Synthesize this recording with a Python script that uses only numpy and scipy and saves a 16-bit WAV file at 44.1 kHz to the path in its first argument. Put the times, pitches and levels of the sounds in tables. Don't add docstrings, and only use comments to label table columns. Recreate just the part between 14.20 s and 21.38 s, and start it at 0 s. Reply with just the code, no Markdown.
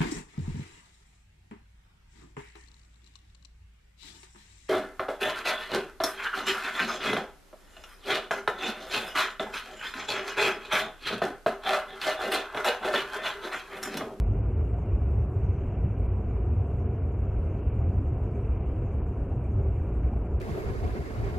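import sys
import numpy as np
from scipy import signal
from scipy.fft import rfft, irfft, next_fast_len
from scipy.io import wavfile
from scipy.ndimage import uniform_filter1d

SR = 44100
rng = np.random.default_rng(int(sys.argv[2]) if len(sys.argv) > 2 else 0)


def how_loud(loudness_db):
    steps = np.asarray(loudness_db, float) / 20
    return 10 ** steps


def digitize_waveform(pressure):
    field = np.atleast_2d(pressure).T
    bounded = np.clip(field, -1, 1)
    quanta = np.round(bounded * 32767).astype(np.int16)
    wavfile.write(sys.argv[1], SR, quanta)


N = 316638
FFT_SIZE = next_fast_len(N)
HZ = np.maximum(np.fft.rfftfreq(FFT_SIZE, 1 / SR), 1)
TIME = np.arange(N) / SR
JUMP_S = 6.2013

# pitch_hz, level_db
DULL_COLOUR = [(15, -39.5), (25, -20.5), (40, -15.5), (48, -10.5), (58, -7.5), (95, -3), (135, -12.5),
               (177, -18.5), (321, -22), (524, -28), (821, -37), (1420, -43), (1800, -52.5), (2300, -52),
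               (2800, -54.5), (3100, -62), (3250, -66), (3400, -77.5), (3600, -83), (3900, -90.5)]
BRIGHT_COLOUR = [(16, -29), (36, -13), (48, -3), (111, -7), (161, -23.5), (200, -19.5), (250, -23),
                 (320, -21), (540, -27.5), (605, -27), (900, -33.5), (1650, -35), (2750, -42),
                 (3500, -46.5), (4000, -49), (4500, -48.5), (5320, -51.5), (7600, -54.5), (8820, -61.5),
                 (12110, -59.5), (15690, -65.5)]
# pitch_hz, level_db
FAINT_COLOUR = [(3301, -8.5), (4701, -11), (6501, -4.5), (9801, -9.5), (10501, -15), (15701, -17.5)]
# pitch_hz, width_hz, dull_lift_db, bright_lift_db
CABIN = [(49, 3.3, 3.5, 1), (83, 3.4, 1, -2), (95, 11, 1, 3), (208, 10, 3, -2.5), (385.4, 40, 5, 6),
         (439, 44, 3, 5.5), (718, 120, 5, 6.5), (964, 50, 4, 4), (1100, 80, 1, 5), (2140, 150, 1.5, 8),
         (1880, 60, 0.5, 4.5), (2364, 140, 4.5, 3), (2680, 300, 2.5, 2), (4870, 130, -2.5, 5),
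         (9360, 300, -0.5, 4.5)]
# pitch_hz, likeness (0 to 1)
LIKENESS = [(40, .85), (75, .7), (130, .75), (200, .5), (260, .5), (330, .75), (430, .85), (560, .7),
            (720, .8), (950, .65), (1250, .3), (1600, .4), (2200, .5), (2900, .25), (3900, .35),
            (5000, .15), (12000, .1)]
# pitch_hz, level_db
LEAN = [(51, -5.5), (310, -1.5), (1050, 0.5), (3600, -1.5), (7100, -3), (9300, 5), (11600, 0.5)]
# pitch_hz, side_over_mid_db
DULL_SIDE = [(300, -83.5), (540, -62), (900, -41.5), (1250, -34.5), (1640, -26.5), (2200, -25.5),
             (2840, -20)]
# start_s, step_db, top_hz
CLICKS = [(0.3813, -43, 3470), (6.2013, -37, 16260), (6.203, -42, 16160), (6.2166, -31, 16070)]
# time_s, level_db
FAINT_LEVEL = [(.05, -79), (.6, -81), (1.27, -78.5), (1.6, -81.5), (2.6, -79.5), (3.1, -83), (3.3, -79.5),
               (4.4, -80), (6.17, -81), (6.19, -100)]
# time_s, level_db
WHIRR_TOP = [(0.05, -66), (.15, -64), (0.47, -66.5), (0.69, -64.5), (1.05, -66.5), (1.11, -70), (1.18, -66),
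             (1.42, -62.5), (1.7, -65), (2.96, -67), (3.34, -64), (4.03, -67), (4.31, -63), (4.5, -64),
             (4.8, -66.5), (5.1, -68), (5.3, -66.5), (5.42, -67.5), (5.68, -65.5), (6.15, -67.5)]
# time_s, low_whirr_db, high_whirr_db, low_hiss_db, high_hiss_db
OPEN_LEVELS = [(6.2, -54, -60, -55, -69.5), (6.2163, -47, -46, -63, -68), (6.2169, -50.5, -52.5, -60, -65),
               (6.44, -49, -53.5, -60, -65.5), (6.55, -48.5, -54, -60.5, -67.5),
               (6.7, -50, -53.5, -61, -66.5), (6.87, -48, -53, -60.5, -67.5), (6.91, -51, -57, -62, -67.5),
               (7.0, -49, -54, -61.5, -67.5), (7.18, -50, -53, -61.5, -68)]
# peak_s, pitch_hz, level_db
SWELLS = [(.21, 377, -53), (.4, 378, -44.5), (.57, 705, -48.5), (.73, 387, -44.5), (1.67, 187, -36.5),
          (2.07, 180, -37), (2.18, 399, -41.5), (2.51, 419, -48), (2.551, 710, -53.5), (2.67, 209, -42),
          (3.26, 526, -47), (3.45, 273, -49.5), (3.62, 679, -49), (3.7, 185, -37), (3.69, 264, -39),
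          (3.81, 279, -40.5), (4.17, 403, -38.5), (4.42, 184, -40.5), (4.42, 688, -50), (5.0, 383, -43.5),
          (5.39, 380, -40), (5.46, 390, -42), (5.52, 708, -56), (5.94, 220.5, -36), (5.94, 702, -49.5),
          (6.24, 272.7, -45.5), (6.3, 385, -44), (6.38, 377, -36.5), (6.49, 386, -41.5),
          (6.51, 1046, -54.5), (6.64, 408, -39.5), (6.71, 1000, -55), (6.76, 385, -39), (6.78, 726, -51),
          (6.97, 524, -47), (7.07, 392.6, -39), (6.325, 135.5, -37.5), (6.51, 140.2, -39),
          (7.149, 402.3, -42.5), (6.208, 374, -41.5)]
# time_s, level_db
SWAY_LEVEL = [(0, -44), (.8, -44), (1.3, -43), (2.2, -41.5), (2.75, -51), (3.1, -40.5), (4.2, -44.5),
              (5.2, -40), (6.1, -41.5), (6.6, -43), (7.18, -53)]
# time_s, deep_boom_db, upper_boom_db
RIDE = [(0, -25, -31), (.6, -37.5, -32.5), (1.2, -39, -35.5), (1.8, -35.5, -31), (2.4, -33, -34),
        (3, -35, -32.5), (3.6, -34, -31.5), (4.2, -35, -31), (4.8, -33, -34.5), (5.4, -31, -35),
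        (6.05, -33.5, -33.5), (6.18, -48, -37.5), (6.4, -48, -42.5), (6.6, -36, -37), (6.85, -42, -46),
        (6.92, -44, -43), (7.0, -38, -36.5), (7.08, -40, -37), (7.18, -42.5, -40.5)]
# peak_s, pitch_hz, peak_db, length_s
SURGES = [(0.113, 58.2, -26, 0.021), (0.114, 97.3, -22.0, 0.017), (0.251, 61.5, -24, 0.019),
          (0.397, 77.5, -22.0, 0.026), (0.52, 59.6, -25.5, 0.06), (0.539, 88.0, -22.5, 0.015),
          (0.711, 96.0, -24.5, 0.04), (0.752, 58.0, -18, 0.015), (0.861, 68.0, -22.0, 0.077),
          (0.978, 106.3, -23, 0.026), (1.005, 76.0, -21.5, 0.029), (1.016, 58.0, -25, 0.065),
          (1.171, 94.0, -20.5, 0.017), (1.243, 70.0, -19.0, 0.012), (1.301, 90.0, -18, 0.017),
          (1.317, 62.0, -25, 0.04), (1.405, 66.0, -23.5, 0.017), (1.613, 58.45, -22.5, 0.022),
          (1.643, 88.9, -20, 0.011), (1.82, 53.9, -23, 0.029), (1.924, 98.0, -24, 0.026),
          (1.94, 57.7, -27, 0.06), (2.216, 56.2, -25.5, 0.068), (2.32, 76.0, -24, 0.04),
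          (2.402, 95.2, -21, 0.023), (2.617, 87.6, -28, 0.073), (2.844, 78.64, -24, 0.026),
          (2.992, 60.0, -28, 0.077), (3.169, 58.0, -23.0, 0.026), (3.254, 80.4, -25, 0.04),
          (3.478, 67.6, -17.0, 0.011), (3.63, 76.4, -23.5, 0.04), (3.689, 90.1, -23, 0.026),
          (3.784, 75.7, -17, 0.0081), (3.88, 77.9, -21.0, 0.019), (3.939, 103.8, -27.5, 0.055),
          (4.078, 56.44, -30, 0.099), (4.122, 69.9, -24, 0.014), (4.311, 63.7, -18, 0.015),
          (4.474, 65.8, -22, 0.017), (4.659, 92.0, -26, 0.04), (4.734, 71.3, -25.5, 0.045),
          (5.0, 60.0, -27.5, 0.077), (5.128, 80, -21, 0.011), (5.373, 99.2, -21, 0.021),
          (5.429, 78.0, -25, 0.06), (5.494, 63.8, -23, 0.029), (5.497, 100.0, -22.5, 0.011),
          (5.593, 80.0, -23.0, 0.026), (5.79, 57.8, -26.5, 0.06), (5.853, 68.1, -23, 0.011),
          (5.911, 67.7, -26.5, 0.071), (5.987, 55.4, -27, 0.046), (6.155, 66.9, -20, 0.016),
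          (6.234, 54.3, -38.5, 0.07), (6.323, 78, -27, 0.012), (6.47, 70, -25, 0.0099),
          (6.488, 52.0, -35, 0.053), (6.51, 85, -26, 0.0086), (6.651, 79.8, -24, 0.018),
          (6.668, 48.0, -31.0, 0.06), (6.73, 60.4, -28, 0.01), (6.807, 64.0, -26.5, 0.011),
          (6.976, 75.8, -35.5, 0.053), (7.029, 48.1, -29, 0.06), (7.045, 109.6, -32.5, 0.054),
          (7.148, 78.0, -30.0, 0.026)]


def rms_one(x):
    return x / np.sqrt(np.mean(x ** 2) + 1e-20)


def in_time(rows):
    time_s, *columns = np.transpose(rows)
    return [np.interp(TIME, time_s, column) for column in columns]


def at_hz(points):
    pitch_hz, values = np.transpose(points)
    return np.interp(np.log(HZ), np.log(pitch_hz), values)


def drift(rate_hz):
    pole = np.exp(-2 * np.pi * rate_hz * 40 / SR)
    noise = rng.standard_normal(N // 40 + 2002)
    slow = signal.lfilter([1], [1, -2 * pole, pole ** 2], noise)[2000:]
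    return np.interp(np.arange(N) / 40, np.arange(len(slow)), rms_one(slow - slow.mean()))


def cabin(colour, column):
    lift_db = sum(row[column] / (1 + (2 * (HZ - row[0]) / row[1]) ** 2) for row in CABIN)
    return how_loud(at_hz(colour) + lift_db)


def noise_pair(alike, lead_s=0, lean_db=0):
    shared, left, right = rfft(rng.standard_normal((3, FFT_SIZE)))
    alike = np.clip(alike, 0, 1)
    common, own = np.sqrt(alike), np.sqrt(1 - alike)
    earlier = np.exp(2j * np.pi * HZ * lead_s)
    return np.array([(common * shared * earlier + own * left) * how_loud(lean_db / 2),
                     (common * shared + own * right) * how_loud(-lean_db / 2)])


def layer(pair, low_hz, high_hz, patchy_db, rate, count):
    edges = np.geomspace(low_hz, high_hz, count + 1)
    out = 0
    for low, high in zip(edges, edges[1:]):
        band = irfft(pair * ((HZ >= low) & (HZ < high)), FFT_SIZE)[:, :N]
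        out = out + band * how_loud(patchy_db * drift(rate))
    return rms_one(out)


def evened(x, span_s, depth):
    swell = np.sqrt(uniform_filter1d(np.mean(x ** 2, axis=0), int(span_s * SR)) + 0.057)
    return rms_one(x / swell ** depth)


def bumps(events):
    tones, power = np.zeros(N), np.zeros(N)
    for (peak_s, hz, peak_db, length_s), turn in zip(events, rng.random(len(events))):
        near = slice(max(int((peak_s - 0.2) * SR), 0), int((peak_s + 0.2) * SR))
        bell = how_loud(peak_db) * np.exp(-0.5 * ((TIME[near] - peak_s) / length_s) ** 2)
        tones[near] += bell * np.sin(2 * np.pi * (hz * TIME[near] + turn))
        power[near] += bell ** 2 / 2
    return tones, power


def faint_hiss():
    pair = noise_pair(0.51) * how_loud(at_hz(FAINT_COLOUR))
    hiss = layer(pair, 3300, 10200, patchy_db=4.0, rate=17, count=16)
    uneven_db = 3 * np.maximum(drift(12), 0) ** 2
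    top = layer(pair, 10200, 15000, patchy_db=2.0, rate=10, count=1)
    return how_loud(in_time(FAINT_LEVEL)[0] - uneven_db) * hiss + how_loud(-90) * top


def puff():
    peak_s, length_s, centre_hz, level_db = 6.388, 0.028, 12300, -64
    pair = noise_pair(0.1) * np.exp(-((HZ - centre_hz) / 2600) ** 2)
    noise = layer(pair, 8000, 15700, patchy_db=1.5, rate=9, count=1)
    return how_loud(level_db) * noise * np.exp(-((TIME - peak_s) / length_s) ** 2)


def air_hiss(pair, grit):
    low_gain, high_gain = how_loud(in_time(OPEN_LEVELS)[2:])
    low = layer(pair, 3600, 8000, patchy_db=0.7, rate=30, count=3)
    high = layer(pair, 8000, 15740, patchy_db=0.8, rate=30, count=3)
    return grit ** 0.55 * low_gain * low + high_gain * high


def clicks():
    out = 0
    for start_s, step_db, top_hz in CLICKS:
        impulse = np.zeros(N)
        impulse[round(start_s * SR)] = how_loud(step_db)
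        out = out + signal.lfilter(*signal.butter(2, top_hz, fs=SR), impulse)
    return signal.lfilter([1], [1, -np.exp(-1 / (0.00043 * SR))], out)


def dull_whirr(pair):
    low = layer(pair, 950, 1900, patchy_db=1.53, rate=58, count=2)
    high = layer(pair, 1900, 3600, patchy_db=1.54, rate=26, count=2)
    return how_loud(-57) * low + how_loud(*in_time(WHIRR_TOP)) * high


def bright_whirr(pair, grit):
    low_gain, high_gain = how_loud(in_time(OPEN_LEVELS)[:2])
    low = layer(pair, 950, 1800, patchy_db=2.0, rate=33, count=3)
    high = layer(pair, 1800, 3600, patchy_db=2.0, rate=69, count=4)
    return grit * (low_gain * low + high_gain * high)


def dull_roll(pair):
    return how_loud(-38.5) * layer(pair, 140, 950, patchy_db=0.79, rate=7.9, count=10)


def bright_roll(pair, grit):
    return grit * how_loud(-38) * layer(pair, 141, 950, patchy_db=2.5, rate=15, count=4)


def swells():
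    length_s, half_width = 0.027, 0.18
    out, white = 0, rng.standard_normal(N)
    for peak_s, hz, level_db in SWELLS:
        edges_hz = [hz * (1 - half_width), hz * (1 + half_width)]
        band = signal.butter(2, edges_hz, "band", fs=SR, output="sos")
        noise = rms_one(signal.sosfilt(band, white))
        tone, power = bumps([(peak_s, hz, level_db, length_s)])
        out = out + how_loud(0.5) * tone + how_loud(-1.5) * np.sqrt(power) * noise
    return out


def boom_gains():
    deep_db, upper_db = in_time(RIDE)
    deep_surges = bumps([row for row in SURGES if row[1] < 75 or row[3] < 0.015])[1]
    upper_surges = bumps([row for row in SURGES if row[1] > 69 or row[3] < 0.015])[1]
    half_power = how_loud(2 * -30)
    deep_gain = how_loud(deep_db) / np.sqrt(1 + deep_surges / half_power)
    upper_gain = how_loud(upper_db) / np.sqrt(1 + upper_surges / half_power)
    return deep_gain, upper_gain, np.sqrt(how_loud(2 * upper_db) + upper_surges)


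def thud():
    _, _, upper_total = boom_gains()
    noise = layer(noise_pair(0.68), 135, 270, patchy_db=0.5, rate=9.9, count=1)
    return upper_total * how_loud(-13.5) * noise


def boom(pair, flank_db, follows, heard):
    deep_gain, upper_gain, upper_total = boom_gains()
    sway = how_loud(*in_time(SWAY_LEVEL)) * layer(pair, 7.6, 42, patchy_db=2.5, rate=8, count=1)
    deep = evened(layer(pair, 42, 72, patchy_db=1.5, rate=8, count=1), span_s=0.031, depth=0.76)
    upper = evened(layer(pair, 72, 112, patchy_db=0.5, rate=7.2, count=1), span_s=0.027, depth=0.32)
    flank = upper_total ** follows * layer(pair, 112, 140, patchy_db=1.5, rate=13.0, count=1)
    flank = flank / np.std(flank[:, heard])
    return sway + deep_gain * deep + upper_gain * upper + how_loud(flank_db) * flank


def surges():
    centre = bumps(SURGES)[0]
    side = how_loud(-9.5) * bumps(SURGES)[0] * (TIME > JUMP_S)
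    return centre + side * [[1], [-1]]


def dull_stretch():
    side_power = how_loud(2 * at_hz(DULL_SIDE))
    pair = noise_pair((1 - side_power) / (1 + side_power)) * cabin(DULL_COLOUR, column=2)
    floor = boom(pair, flank_db=-38.0, follows=0.54, heard=TIME < JUMP_S)
    return faint_hiss() + dull_whirr(pair) + dull_roll(pair) + floor


def bright_stretch():
    pair = noise_pair(at_hz(LIKENESS), lead_s=0.0003, lean_db=at_hz(LEAN)) * cabin(BRIGHT_COLOUR, column=3)
    grit = how_loud(1.25 * drift(14))
    floor = boom(pair, flank_db=-42.0, follows=0.98, heard=TIME > JUMP_S)
    hiss = puff() + air_hiss(pair, grit)
    return hiss + bright_whirr(pair, grit) + bright_roll(pair, grit) + thud() + floor


def scene():
    fade_out = np.clip((JUMP_S - TIME) / 0.0005, 0, 1)
    fade_in = np.clip((TIME - JUMP_S - 0.0012) / 0.0016, 0, 1)
    stretches = dull_stretch() * fade_out + bright_stretch() * fade_in
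    return stretches + clicks() + swells() + surges()


def roll_off(x):
    return signal.sosfilt(signal.butter(12, 15750, fs=SR, output="sos"), x)


def record(dry):
    return roll_off(dry)


dry = scene()
out = record(dry)
digitize_waveform(out)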